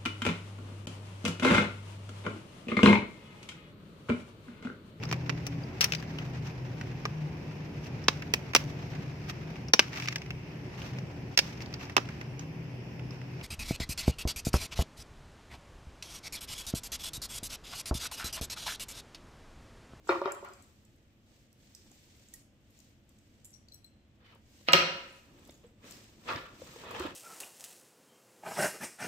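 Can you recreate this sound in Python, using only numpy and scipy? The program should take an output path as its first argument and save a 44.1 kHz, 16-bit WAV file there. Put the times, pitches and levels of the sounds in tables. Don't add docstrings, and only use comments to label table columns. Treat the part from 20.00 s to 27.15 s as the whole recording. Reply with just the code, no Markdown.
import sys
import numpy as np
from scipy import signal
from scipy.fft import rfft, irfft, next_fast_len
from scipy.io import wavfile
from scipy.ndimage import map_coordinates

SR = 44100
rng = np.random.default_rng(int(sys.argv[2]) if len(sys.argv) > 2 else 0)


def magnitude_from_level(level_db):
    exponent = np.asarray(level_db, float) / 20
    return 10 ** exponent


def generate_wav(signal):
    frames = np.transpose(np.atleast_2d(signal))
    scaled = np.clip(frames, -1, 1) * 32767
    pcm = np.round(scaled).astype(np.int16)
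    wavfile.write(sys.argv[1], SR, pcm)


N = 315315
SPAN = 32768
DETUNE = 0.012


def along(points, hz):
    f, v = np.transpose(points)
    return np.interp(np.log(hz + 1), np.log(f + 1), v)


def unit(x):
    return x / np.sqrt(np.mean(x ** 2) + 1e-20)


def causal(db):
    cepstrum = irfft(np.log(magnitude_from_level(np.maximum(db, -90))))
    half = cepstrum.shape[-1] // 2
    cepstrum[1:half] *= 2
    cepstrum[half + 1:] = 0
    return np.exp(rfft(cepstrum))


def pair(count, length):
    # f/Hz, correlation
    likeness = [(30, 0.94), (200, 0.9), (500, 0.86), (1000, 0.065), (2000, 0.049), (16000, .02)]
    hz = np.fft.rfftfreq(length, 1 / SR)
    angle = np.arccos(np.clip(along(likeness, hz), 0, 1)) / 2
    a, b = rfft(rng.standard_normal((2, count, length)))
    common, apart = a * np.cos(angle), b * np.sin(angle)
    return np.stack([common + apart, common - apart], axis=1)


def rush(spectrum, grain_db, grain_hz):
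    length = next_fast_len(N)
    gain = magnitude_from_level(along(spectrum, np.fft.rfftfreq(length, 1 / SR)))
    noise = irfft(pair(count=1, length=length)[0] * gain, length)[:, :N]
    knots = np.minimum(rng.exponential(size=int(N * 1000 / SR)), 3.5)
    grain = np.interp(np.arange(N) * grain_hz / SR, np.arange(len(knots)), knots)
    return unit(noise * magnitude_from_level(grain_db * grain))


def strokes(rows):
    t = np.arange(N) / SR
    power = 0
    for s, db, swell, hold, fade in rows:
        rise = 20 * np.maximum(s - t, 0) / max(swell, 0.002)
        fall = 20 * np.maximum(t - s - hold, 0) / max(fade, 0.002)
        power = power + magnitude_from_level(db - rise - fall) ** 2
    return 10 * np.log10(power + 1e-14)


def crumpled(x, modes, depth_db, bins, frames, board_db):
    hz, _, z = signal.stft(x, SR, nperseg=512)
    grid = np.meshgrid(np.arange(len(hz)) / bins, np.arange(z.shape[2]) / frames, indexing="ij")
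    patches = map_coordinates(rng.standard_normal(z.shape[1:]), grid, order=1)
    board = 1 + sum(magnitude_from_level(db + board_db) / (1 + ((hz - centre) / max(width, 60)) ** 2)
                    for centre, width, db in modes)
    return unit(signal.istft(z * board[:, None] * magnitude_from_level(depth_db * patches), nperseg=512)[1][:, :N])


def place(times, sounds, pan_db, lag_s, wet_db, size=SPAN):
    # f/Hz, t60/s
    wall_decay = [(100, 0.64), (500, 0.68), (2000, 0.66), (6000, 0.56), (9000, .4), (14000, 0.28)]
    hz = np.fft.rfftfreq(size, 1 / SR)
    band, t, z = signal.stft(irfft(pair(count=len(times), length=size)), SR, nperseg=256)
    swell = 1 - np.exp(-t / 0.0013)
    decay = magnitude_from_level(-60 * t / along(wall_decay, band)[:, None])
    tails = signal.istft(z * swell * decay, SR, nperseg=256)[1][..., :size]
    tails /= np.linalg.norm(tails, axis=-1, keepdims=True)
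    side = np.array([[0.5], [-0.5]])
    out = np.zeros((2, N + size))
    for s, sound, pan, tail in zip(times, sounds, pan_db, tails):
        delay = np.exp(-2j * np.pi * hz * (0.000998 + side * lag_s))
        direct = magnitude_from_level(side * np.clip(pan, -8, 8)) * delay
        heard = irfft(rfft(sound, size) * (direct + magnitude_from_level(wet_db) * rfft(tail)))
        out[:, round((s - 0.001) * SR):][:, :size] += heard
    return out[:, :N]


def blow(colour, rise, t60, even, push=0):
    t = np.arange(SPAN // 4) / SR
    shape = (1 - np.exp(-t / rise)) * magnitude_from_level(-60 * t / max(t60, 0.002))
    z = rfft((push + rng.standard_normal(len(t))) * shape)
    burst = irfft(z / np.abs(z) ** even) * shape ** (even / 2)
    x = irfft(rfft(burst) * colour)
    return x / np.abs(x).max()


def ringing(modes, scatter_db):
    t = np.arange(SPAN // 2) / SR
    out = 0
    for hz, db, t60 in modes:
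        decay = magnitude_from_level(db + scatter_db * rng.normal() - 60 * t / t60)
        out = out + decay * (1 - np.exp(-t * hz / 2.3)) * np.sin(2 * np.pi * hz * t)
    return out


def drops():
    # t/s, peak level/dB, brightness/dB, left-right/dB, deep ring/dB
    landings = [
        (4.686, -8, -0.5, -1, 3),
        (4.7328, -2.5, 5, -3, -3.5),
        (4.735, 0.5, 1.5, 2.5, -6),
        (4.742, -19.5, 2.5, -0.5, 6),
        (4.7521, -22, 6, -2.5, 1),
        (4.77, -22.5, 4.5, -8, -5.5),
        (4.806, -20.5, -7, -6, 3.5),
        (4.821, -36, -13, -7, 3),
    ]
    # f/Hz, level/dB per Hz
    crack_colour = [(60, -42.5), (150, -9), (330, -7.5), (720, -0.5), (1050, -6), (1300, -0.5), (1650, -4),
                    (2400, -3), (3400, -5), (4200, -8.5), (5900, -16), (6500, -41.5), (10500, -41.5),
                    (14000, -34.5)]
    # f/Hz, level/dB, t60/s
    desk_ring = [(167, -9, 0.12), (370.2, -12.5, 0.091), (545, -3.5, 0.065), (675, -10, 0.069),
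                 (982, -7.5, 0.073), (1262, -5.5, 0.061), (1338, -16.5, 0.14), (2020, -20, 0.074),
                 (2174, -8, .07), (2425, -11.5, 0.047), (2558, -6, 0.044), (2806, -3.5, 0.047),
                 (3140, -12.5, 0.065), (4205, -11, 0.073)]
    f = np.fft.rfftfreq(SPAN // 4, 1 / SR)
    s, peak_db, bright_db, pan_db, deep_db = np.transpose(landings)
    sounds = []
    for db, bright, deep in zip(peak_db, bright_db, deep_db):
        modes = [(hz * (1 + DETUNE / 4 * rng.normal()), g + deep * (hz < 450), t60)
                 for hz, g, t60 in desk_ring]
        x = ringing(modes, scatter_db=1.5) / 4
        tilt = bright * np.log2(f / 2000 + 0.16)
        crack = blow(causal(along(crack_colour, f) + tilt), rise=0.00041, t60=0.0045, even=1.0)
        x[:len(crack)] += crack
        sounds.append(magnitude_from_level(db - 2.0) * x)
    return place(s, sounds, pan_db, lag_s=0.0003, wet_db=-2.5)


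def knocks():
    # t/s, peak level/dB, brightness/dB, left-right/dB
    blows = [(0.07, -48.5, -10, -5.5), (0.09, -17, -14.5, 4), (0.12, -26.5, -22, 1),
             (0.214, -23.5, -20, -2.5), (0.255, -24, -16.5, 7.5), (.274, -32.5, -18, -10),
             (0.425, -38, -25, -2), (0.501, -49, -26.5, 25), (4.354, -57, -18, -1), (5.494, -53, 21, -8),
             (6.286, -37.5, -2, 11), (6.307, -35, -17, 5), (6.325, -36, -1, -4), (6.359, -35, 19, 1),
             (6.835, -43, -13, -2), (6.868, -45.5, -14, 0), (6.907, -39.5, -12, 1), (7.005, -38, -8, 0),
             (7.049, -50, -20, -3)]
    # f/Hz, width/Hz, level/dB
    desk_modes = [(375, 25.3, -0.5), (558, 25, -3.5), (655, 41.6, -9.5), (935, 56, -2.5), (1160, 54, -5.5),
                  (1379, 71, -5.5), (2010, 99, -22.5), (2310, 43, -23.5), (2875, 610, -31),
                  (3680, 45, -11.5), (4180, 130, -17.5), (5260, 550, -15.5)]
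    f = np.fft.rfftfreq(SPAN // 4, 1 / SR)
    s, peak_db, bright_db, pan_db = np.transpose(blows)
    padded = 1 / (1 + 1j * f / 2700) ** 3
    sounds = []
    for db, bright in zip(peak_db, bright_db):
        wood = 0
        for k, (hz, w, g) in enumerate(desk_modes):
            c = hz * (1 + DETUNE * rng.normal())
            lift = (bright + 18) * np.clip(np.log2(c / 900), -0.5, 1.2)
            gain = (-1) ** k * magnitude_from_level(g + 1.5 * rng.normal() + lift)
            wood = wood + gain * 1j * f * w / (c * c - f * f + 1j * f * w)
        sounds.append(magnitude_from_level(db + 2.5) * blow(wood * padded, rise=0.00016, t60=0.0014, even=1.0, push=2.5))
    return place(s + 0.0015, sounds, pan_db, lag_s=0.00005, wet_db=-13)


def bumps():
    # t/s, peak level/dB, f/Hz, t60/s, left-right/dB
    thuds = [(0.094, -36, 94, 0.14, 2), (0.43, -53, 388.6, .06, 5), (4.6097, -45, 560, .022, 2),
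             (6.946, -34, 436, 0.064, 0), (7.076, -53, 332.6, 0.016, -4), (0.501, -39, 393, 0.035, -6),
             (2.338, -57.5, 1900, 0.046, -6), (4.736, -37.5, 91, 0.32, 3), (5.492, -26, 305, 0.021, 1),
             (5.643, -51.5, 478, 0.071, 0.5), (5.84, -39, 232, 0.032, 1), (6.31, -59, 405, 0.052, -0.5),
             (6.353, -24, 145, 0.044, 5), (6.598, -36, 327, 0.041, 0), (6.618, -34.5, 523, 0.024, 4),
             (6.684, -41, 141, 0.046, 1), (6.76, -32, 473, 0.031, 2), (6.936, -47, 510, 0.13, 9),
             (6.962, -41.5, 464, 0.16, -8), (7, -33.5, 360, 0.07, -3), (7.001, -23.5, 79, 0.036, 0),
             (7.019, -39, 377, 0.16, -5), (7.049, -32, 310, 0.038, -12)]
    s, peak_db, pitch_hz, t60, pan_db = np.transpose(thuds)
    sounds = []
    for db, hz, decay in zip(peak_db, pitch_hz, np.maximum(t60, 0.015)):
        modes = [(hz, db + 2.0, decay), (hz * 1.9, db - 6, decay * 0.46), (75, db - 9.0, 0.07)]
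        sounds.append(ringing(modes, scatter_db=6.5))
    return place(s, sounds, pan_db, lag_s=0.00002, wet_db=-13)


def clicks(rows, t60, top_db, wet_db):
    f = np.fft.rfftfreq(SPAN // 4, 1 / SR)
    s, peak_db, centre_hz, pan_db, sparkle_db = np.transpose(rows)
    sounds = []
    for db, hz, sparkle in zip(peak_db, centre_hz, sparkle_db):
        top = top_db + sparkle
        shape = [(900, -50), (1900, -24), (hz * 0.6, -19), (hz * 0.88, -8), (hz, 0), (hz * 1.1, -8),
                 (9600, top + 0.5), (11200, top + 0.532), (12200, top - 7.5),
                 (13300, top - 1.5), (15800, top - 7.5)]
        sounds.append(magnitude_from_level(db + 6.0) * blow(causal(along(shape, f)), rise=0.0023, t60=t60, even=0.32))
    return place(s, sounds, pan_db, lag_s=-0.00014, wet_db=wet_db, size=SPAN // 2)


def ticks():
    # t/s, peak level/dB, f/Hz, left-right/dB, sparkle/dB
    taps = [(0.0745, -53, 7600, -1, -3), (0.486, -61, 7850, -4, 0), (0.5342, -52.5, 7940, 2, 5),
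            (0.623, -55.5, 7950, 8, 2), (0.85, -63.5, 7820, -8, 2), (0.96, -70, 7980, 2, 13),
            (1.7485, -48.5, 5760, -6, 3), (1.915, -55, 7400, -3.5, 0.5), (2.285, -57.5, 7500, -5.5, -3),
            (2.3395, -49.5, 5490, -5, 7.5), (2.8014, -57, 5500, 8, 2), (3.186, -64.5, 7600, -3, -6),
            (3.4456, -47, 8700, -5, 2), (3.4525, -48.5, 7800, 9, 3.5), (3.5055, -59, 7820, -1.5, 0),
            (3.5384, -55.5, 5710, 2.5, 0), (3.6845, -56.5, 4670, 4, -5), (3.7217, -57, 4590, 3, 5)]
    return clicks(taps, t60=0.012, top_db=-14, wet_db=-2.5)


def nicks():
    # t/s, peak level/dB, f/Hz, left-right/dB, sparkle/dB
    fittings = [(4.7218, -34.5, 8000, 2, -8), (4.7321, -20.5, 5570, 0, -3.5), (5.1544, -68, 7900, 6, 6),
                (5.4507, -59, 7640, -8, 2), (5.4742, -55.5, 7700, -8, 6), (5.507, -54, 7200, 3, 2),
                (5.5416, -67, 6640, 7.5, 0), (5.5758, -64.5, 7850, -10, 9), (5.6655, -71, 7650, -4, 0),
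                (5.909, -43.5, 7300, 8, 1), (5.9215, -48, 5100, 1.5, -9), (6.358, -64, 5460, 9, 2),
                (6.9097, -44, 4970, 5, 10), (6.996, -42, 4430, 8, 0)]
    return clicks(fittings, t60=0.011, top_db=-8.5, wet_db=-3.5)


def clinks():
    # t/s, peak level/dB, f/Hz, left-right/dB, sparkle/dB
    contacts = [(0.3197, -39.5, 7400, 9, -6), (.347, -51, 7500, 10, 0), (.447, -53, 4600, -12, 3),
                (1.5282, -59, 5700, -11, 3), (2.3383, -41.5, 7000, -9, 3.5), (2.705, -64, 7260, 6, 4),
                (2.775, -62.5, 7600, -1, -3), (2.7891, -54.5, 7200, 8, -3), (3.0918, -58, 7900, 6, -1),
                (3.7428, -50, 8000, -0.5, 8), (3.8439, -61, 8000, -6, -4), (4.349, -60, 8060, -5, 4)]
    return clicks(contacts, t60=0.0076, top_db=-4.5, wet_db=-7)


def hook():
    # t/s, first mode level/dB, then second, third and fifth mode against the first/dB
    touches = [
        (3.531, -91, 24, 9, -4),
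        (3.539, -75.5, 14, -3, -4),
        (3.5473, -85, 21, -1, -4),
        (3.685, -77, -3, -10, -12),
        (3.7199, -61, -14, -15, -14),
        (3.734, -68, -3, -11, -3),
        (3.7426, -75.5, 12, 7, 12),
        (3.844, -62.5, -21, -16, -6),
        (3.862, -80.5, 2, 7, -7),
    ]
    # f/Hz, t60/s
    hook_modes = [(4095, .11), (5750, .1), (7918, .11), (9985, .06), (13120, .065)]
    s, first_db, second, third, fifth = np.transpose(touches)
    levels = first_db + np.array([0 * s, second, third, fifth - 8, fifth])
    sounds = []
    for touch in levels.T:
        modes = [(hz * ratio, db + lift, t60) for (hz, t60), db in zip(hook_modes, touch)
                 for ratio, lift in [(1, 5.5), (1.008, 2.5)]]
        sounds.append(ringing(modes, scatter_db=2.5))
    return place(s, sounds, 7.5 + 0 * s, lag_s=0.0001, wet_db=-11)


def pings():
    # t/s, peak level/dB, f/Hz, t60/s
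    singing = [(.093, -16.5, 347, 0.07), (.093, -42.5, 2354, 0.095), (.093, -40, 3720, 0.065),
               (.093, -42.5, 4190, 0.075), (.093, -48, 5060, .06), (.1, -29.5, 542, .17),
               (.257, -23.5, 391, 0.057), (.257, -52.5, 3190, 0.12), (.275, -33, 564, 0.17),
               (3.539, -62, 9985, 0.098), (4.743, -22, 365, .08), (4.801, -31.5, 356.5, 0.1),
               (0.3211, -47.5, 7420, 0.074), (0.3215, -46, 11000, 0.056), (.347, -67, 7900, .06),
               (.432, -75.5, 11000, 0.032), (.487, -60, 7500, 0.025), (.534, -63, 4900, .04),
               (0.635, -61, 11000, 0.043), (1.749, -63.5, 4890, 0.079), (1.749, -56.5, 8030, 0.083),
               (1.749, -67.5, 10900, .05), (2.337, -56, 6790, 0.088), (2.339, -50, 11700, 0.069),
               (2.339, -58.5, 13200, 0.068), (2.338, -54.5, 8100, 0.095), (2.705, -65, 11300, 0.052),
               (3.453, -54, 7270, .1), (3.453, -61.5, 7600, .1), (3.452, -51, 11270, 0.066),
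               (3.453, -60, 13100, .07), (3.685, -58, 4450, 0.032), (4.688, -27, 1263, 0.15),
               (4.736, -27.5, 1262, 0.16), (4.738, -21.5, 167, 0.14), (5.125, -57, 9140, 0.062),
               (5.125, -69.5, 7950, 0.029), (5.163, -58, 9700, 0.032), (5.394, -64.5, 7800, .03),
               (5.451, -64, 3420, 0.043), (5.494, -55, 3450, 0.032), (5.541, -64.5, 6760, 0.1),
               (5.665, -65, 7720, 0.059), (6.29, -33.5, 2556, .04), (6.29, -37, 1240, 0.054),
               (6.306, -31, 1386, 0.07), (6.311, -35, 1166, 0.083), (6.371, -42.5, 1726, 0.074),
               (6.909, -38, 1080, 0.028)]
    s, peak_db, pitch_hz, t60 = np.transpose(singing)
    sounds = [ringing([(hz, db, decay), (hz * 1.013, db - 5, decay * 0.7)], scatter_db=1)
              for db, hz, decay in zip(peak_db, pitch_hz, np.maximum(t60, 0.015))]
    return place(s, sounds, 0 * s, lag_s=0.00003, wet_db=-7.5, size=SPAN // 2)


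def strap():
    # t/s at full strength, level/dB, swell/s, hold/s,
    # fade/s
    slides = [(0.09, -57, 0.058, 0.014, 0.22), (0.3, -70, 0.1, 0.31, 0.75), (1.3, -72.5, 0.12, 0.12, 0.13),
              (1.66, -69.5, 0.24, 0.29, 0.15), (1.95, -68, .15, 0.45, 0.08),
              (2.76, -70.5, 0.26, 0.11, 0.19), (3.1, -76, 0.11, 0.35, 0.28), (4.3, -82.5, 0.077, .05, .15),
              (4.54, -67, 0.19, 0.29, 0.099), (4.86, -66, 0.077, 0.31, 0.32),
              (5.44, -68, 0.32, 0.076, 0.32), (5.87, -57.5, 0.063, 0.051, 0.4),
              (6.3, -56, 0.11, 0.0073, 0.23), (6.64, -58.5, 0.21, 0.19, 0.092),
              (7.0, -56.5, 0.25, 0.014, 0.2)]
    # f/Hz, level/dB per Hz
    hiss_colour = [(900, -32), (1600, -1.5), (2300, 0.5), (4300, 0.5), (7500, -1), (8400, -1.5),
                   (9500, -4.5), (11000, -35.5)]
    # f/Hz, level/dB per Hz
    fizz_colour = [(8500, -38.5), (9500, -1), (11500, 2.5), (15500, 5), (16000, -38.5)]
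    # f/Hz, level/dB per Hz
    rub_colour = [(100, -30.5), (250, 4), (500, -9.5), (1200, -17), (2500, -43.5)]
    hiss_db = 20 * np.log10(np.hypot(magnitude_from_level(strokes(slides)), magnitude_from_level(-85)))
    fizz_db = -75 + 0.88 * (hiss_db + 66.5)
    rub_db = -72.5 + 0.7 * (hiss_db + 70.0)
    hiss = magnitude_from_level(hiss_db) * rush(hiss_colour, grain_db=1.5, grain_hz=132)
    fizz = magnitude_from_level(fizz_db) * rush(fizz_colour, grain_db=2.5, grain_hz=195)
    rub = magnitude_from_level(rub_db) * rush(rub_colour, grain_db=4.0, grain_hz=39.6)
    return hiss + fizz + rub


def bag():
    # t/s at full strength, level/dB, swell/s, hold/s, fade/s
    drags = [
        (5.3, -70, 0.21, 0.18, 0.17),
        (5.64, -65, 0.0097, 0.0028, 0.077),
        (5.85, -61.5, 0.063, 0.076, 0.34),
        (6.29, -36, 0.026, 0.02, 0.12),
        (6.36, -48.5, 0.13, 0.0046, 0.25),
        (6.69, -59, 0.21, 0.007, 0.041),
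        (6.95, -42.5, 0.23, 0.11, 0.11),
    ]
    # t/s at full strength, level/dB, swell/s, hold/s, fade/s
    trails = [
        (4.204, -70.5, 0.0075, 0.069, 0.045),
        (4.3, -66.5, 0.059, 0.063, 0.058),
    ]
    # f/Hz, level/dB per Hz
    scrape_colour = [(290, -32.5), (480, 5), (752, -6), (1250, -2.5), (1480, -7), (3530, -8.5), (7000, -30),
                     (9100, -66.5), (15400, -120)]
    # f/Hz, width/Hz, level/dB
    board_modes = [(970, 21, 1.5), (1145, 34, -11.5), (1333, 31, -1.5), (1690, 68, -2), (1840, 43, -6),
                   (2543, 52, 0.5), (3435, 92, -21)]
    # f/Hz, level/dB per Hz
    crackle_colour = [(500, -18), (1200, -0.5), (3000, 0.5), (6500, -22), (9500, -18)]
    # f/Hz, level/dB per Hz
    thrum_colour = [(18, -53), (30, -10.5), (75, -5.5), (232, -7), (376, -6.5), (414, -12.5), (800, -21),
                    (1040, -28.5), (1760, -120)]
    scrape = crumpled(rush(scrape_colour, grain_db=-2.0, grain_hz=119), board_modes,
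                      depth_db=2.5, bins=3.6, frames=3, board_db=1.0)
    scrape_db = strokes(drags)
    crackle_db = -71 + 0.8 * (scrape_db + 62)
    thrum_db = -61 + 0.53 * (scrape_db + 63.0)
    crackle = magnitude_from_level(crackle_db) * rush(crackle_colour, grain_db=9.5, grain_hz=389)
    thrum = magnitude_from_level(thrum_db) * rush(thrum_colour, grain_db=3.2, grain_hz=28)
    return np.hypot(magnitude_from_level(scrape_db), magnitude_from_level(strokes(trails))) * scrape + crackle + thrum


def strap_end():
    # t/s at full strength, level/dB, swell/s, hold/s, fade/s
    rattles = [
        (0.093, -33, 0.0076, 0.021, 0.11),
        (0.27, -42, 0.11, 0.021, 0.14),
        (0.447, -50.5, 0.0061, 0.006, 0.17),
        (6.292, -42.5, 0.0094, 0.045, 0.06),
        (6.36, -65, .02, 0.0091, 0.12),
    ]
    # t/s at full strength, level/dB, swell/s, hold/s, fade/s
    flick_strokes = [
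        (.448, -66.5, 0.0035, 0.04, 0.14),
        (4.25, -65.5, .012, 0.057, 0.11),
        (4.684, -36, 0.012, .001, 0.003),
        (5.83, -68, .008, 0.032, 0.33),
        (6.256, -63, 0.0037, 0.0045, 0.039),
        (6.37, -52, .008, .01, 0.13),
        (6.79, -58, .01, 0.017, 0.048),
        (6.865, -70, .006, .01, .05),
    ]
    # f/Hz, level/dB per Hz
    rasp_colour = [(500, -21), (900, 5.5), (1800, -1), (3200, -9.5), (5000, -13), (8000, -30)]
    # f/Hz, level/dB per Hz
    flick_colour = [(1200, -17.5), (1900, -2), (2800, -4.5), (4400, -8), (7000, -26.5)]
    # f/Hz, width/Hz, level/dB
    rim_modes = [(372, 71, -1.5), (557, 68, -5.5), (680, 60, 4.5), (970, 68, -15.5), (1140, 60, 0),
                 (1350, 95, -1), (1900, 70, -2.5), (2390, 160, -3.5), (3080, 69, -5.5)]
    rasp = crumpled(rush(rasp_colour, grain_db=-0.8, grain_hz=99), rim_modes,
                    depth_db=4.5, bins=2.0, frames=3.786, board_db=12.5)
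    flick = crumpled(rush(flick_colour, grain_db=2.0, grain_hz=143), rim_modes,
                     depth_db=2.5, bins=1.6, frames=2.5, board_db=-2)
    return magnitude_from_level(strokes(rattles) + 2.5) * rasp + magnitude_from_level(strokes(flick_strokes)) * flick


def squeak():
    # t/s at full strength, level/dB, swell/s, hold/s, fade/s
    pulls = [
        (4.27, -71, 0.078, 0.025, 0.13),
    ]
    hz = 2996 - 300 * (np.arange(N) / SR - pulls[0][0])
    flutter = np.interp(np.arange(N) * 90 / SR, np.arange(1000), rng.standard_normal(1000))
    return magnitude_from_level(strokes(pulls) + 1.8 * flutter) * np.sin(2 * np.pi * np.cumsum(hz) / SR)


def room_tone():
    # f/Hz, level/dB per Hz
    air_colour = [(12, -51), (20, 2), (37, 0), (107, 2), (182, -10), (210, -0.5), (241, -7.5), (337, -9.5),
                  (388, -19), (542, -15.5), (949, -27), (2080, -27), (3160, -27.5), (4540, -38),
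                  (16000, -61.5)]
    return magnitude_from_level(-61.5) * rush(air_colour, grain_db=-0.6, grain_hz=3)


def scene():
    struck = drops() + knocks() + bumps()
    metal = ticks() + nicks() + clinks() + hook() + pings()
    cloth = strap() + bag() + strap_end()
    return struck + metal + cloth + squeak() + room_tone()


def roll_off(x):
    return signal.sosfilt(signal.butter(12, 16650, fs=SR, output="sos"), x)


def record(dry):
    # f/Hz, level/dB
    mic_colour = [(20, -8.5), (100, -0.83), (8200, 2), (8900, -6), (10200, -2), (12000, 0.5), (15700, -1),
                  (16100, -69)]
    response = causal(along(mic_colour, np.fft.rfftfreq(N, 1 / SR)))
    coloured = irfft(rfft(dry) * response, N)
    rounded = coloured / (1 + coloured ** 4) ** (1 / 4)
    return roll_off(rounded)


dry = scene()
out = record(dry)
generate_wav(out)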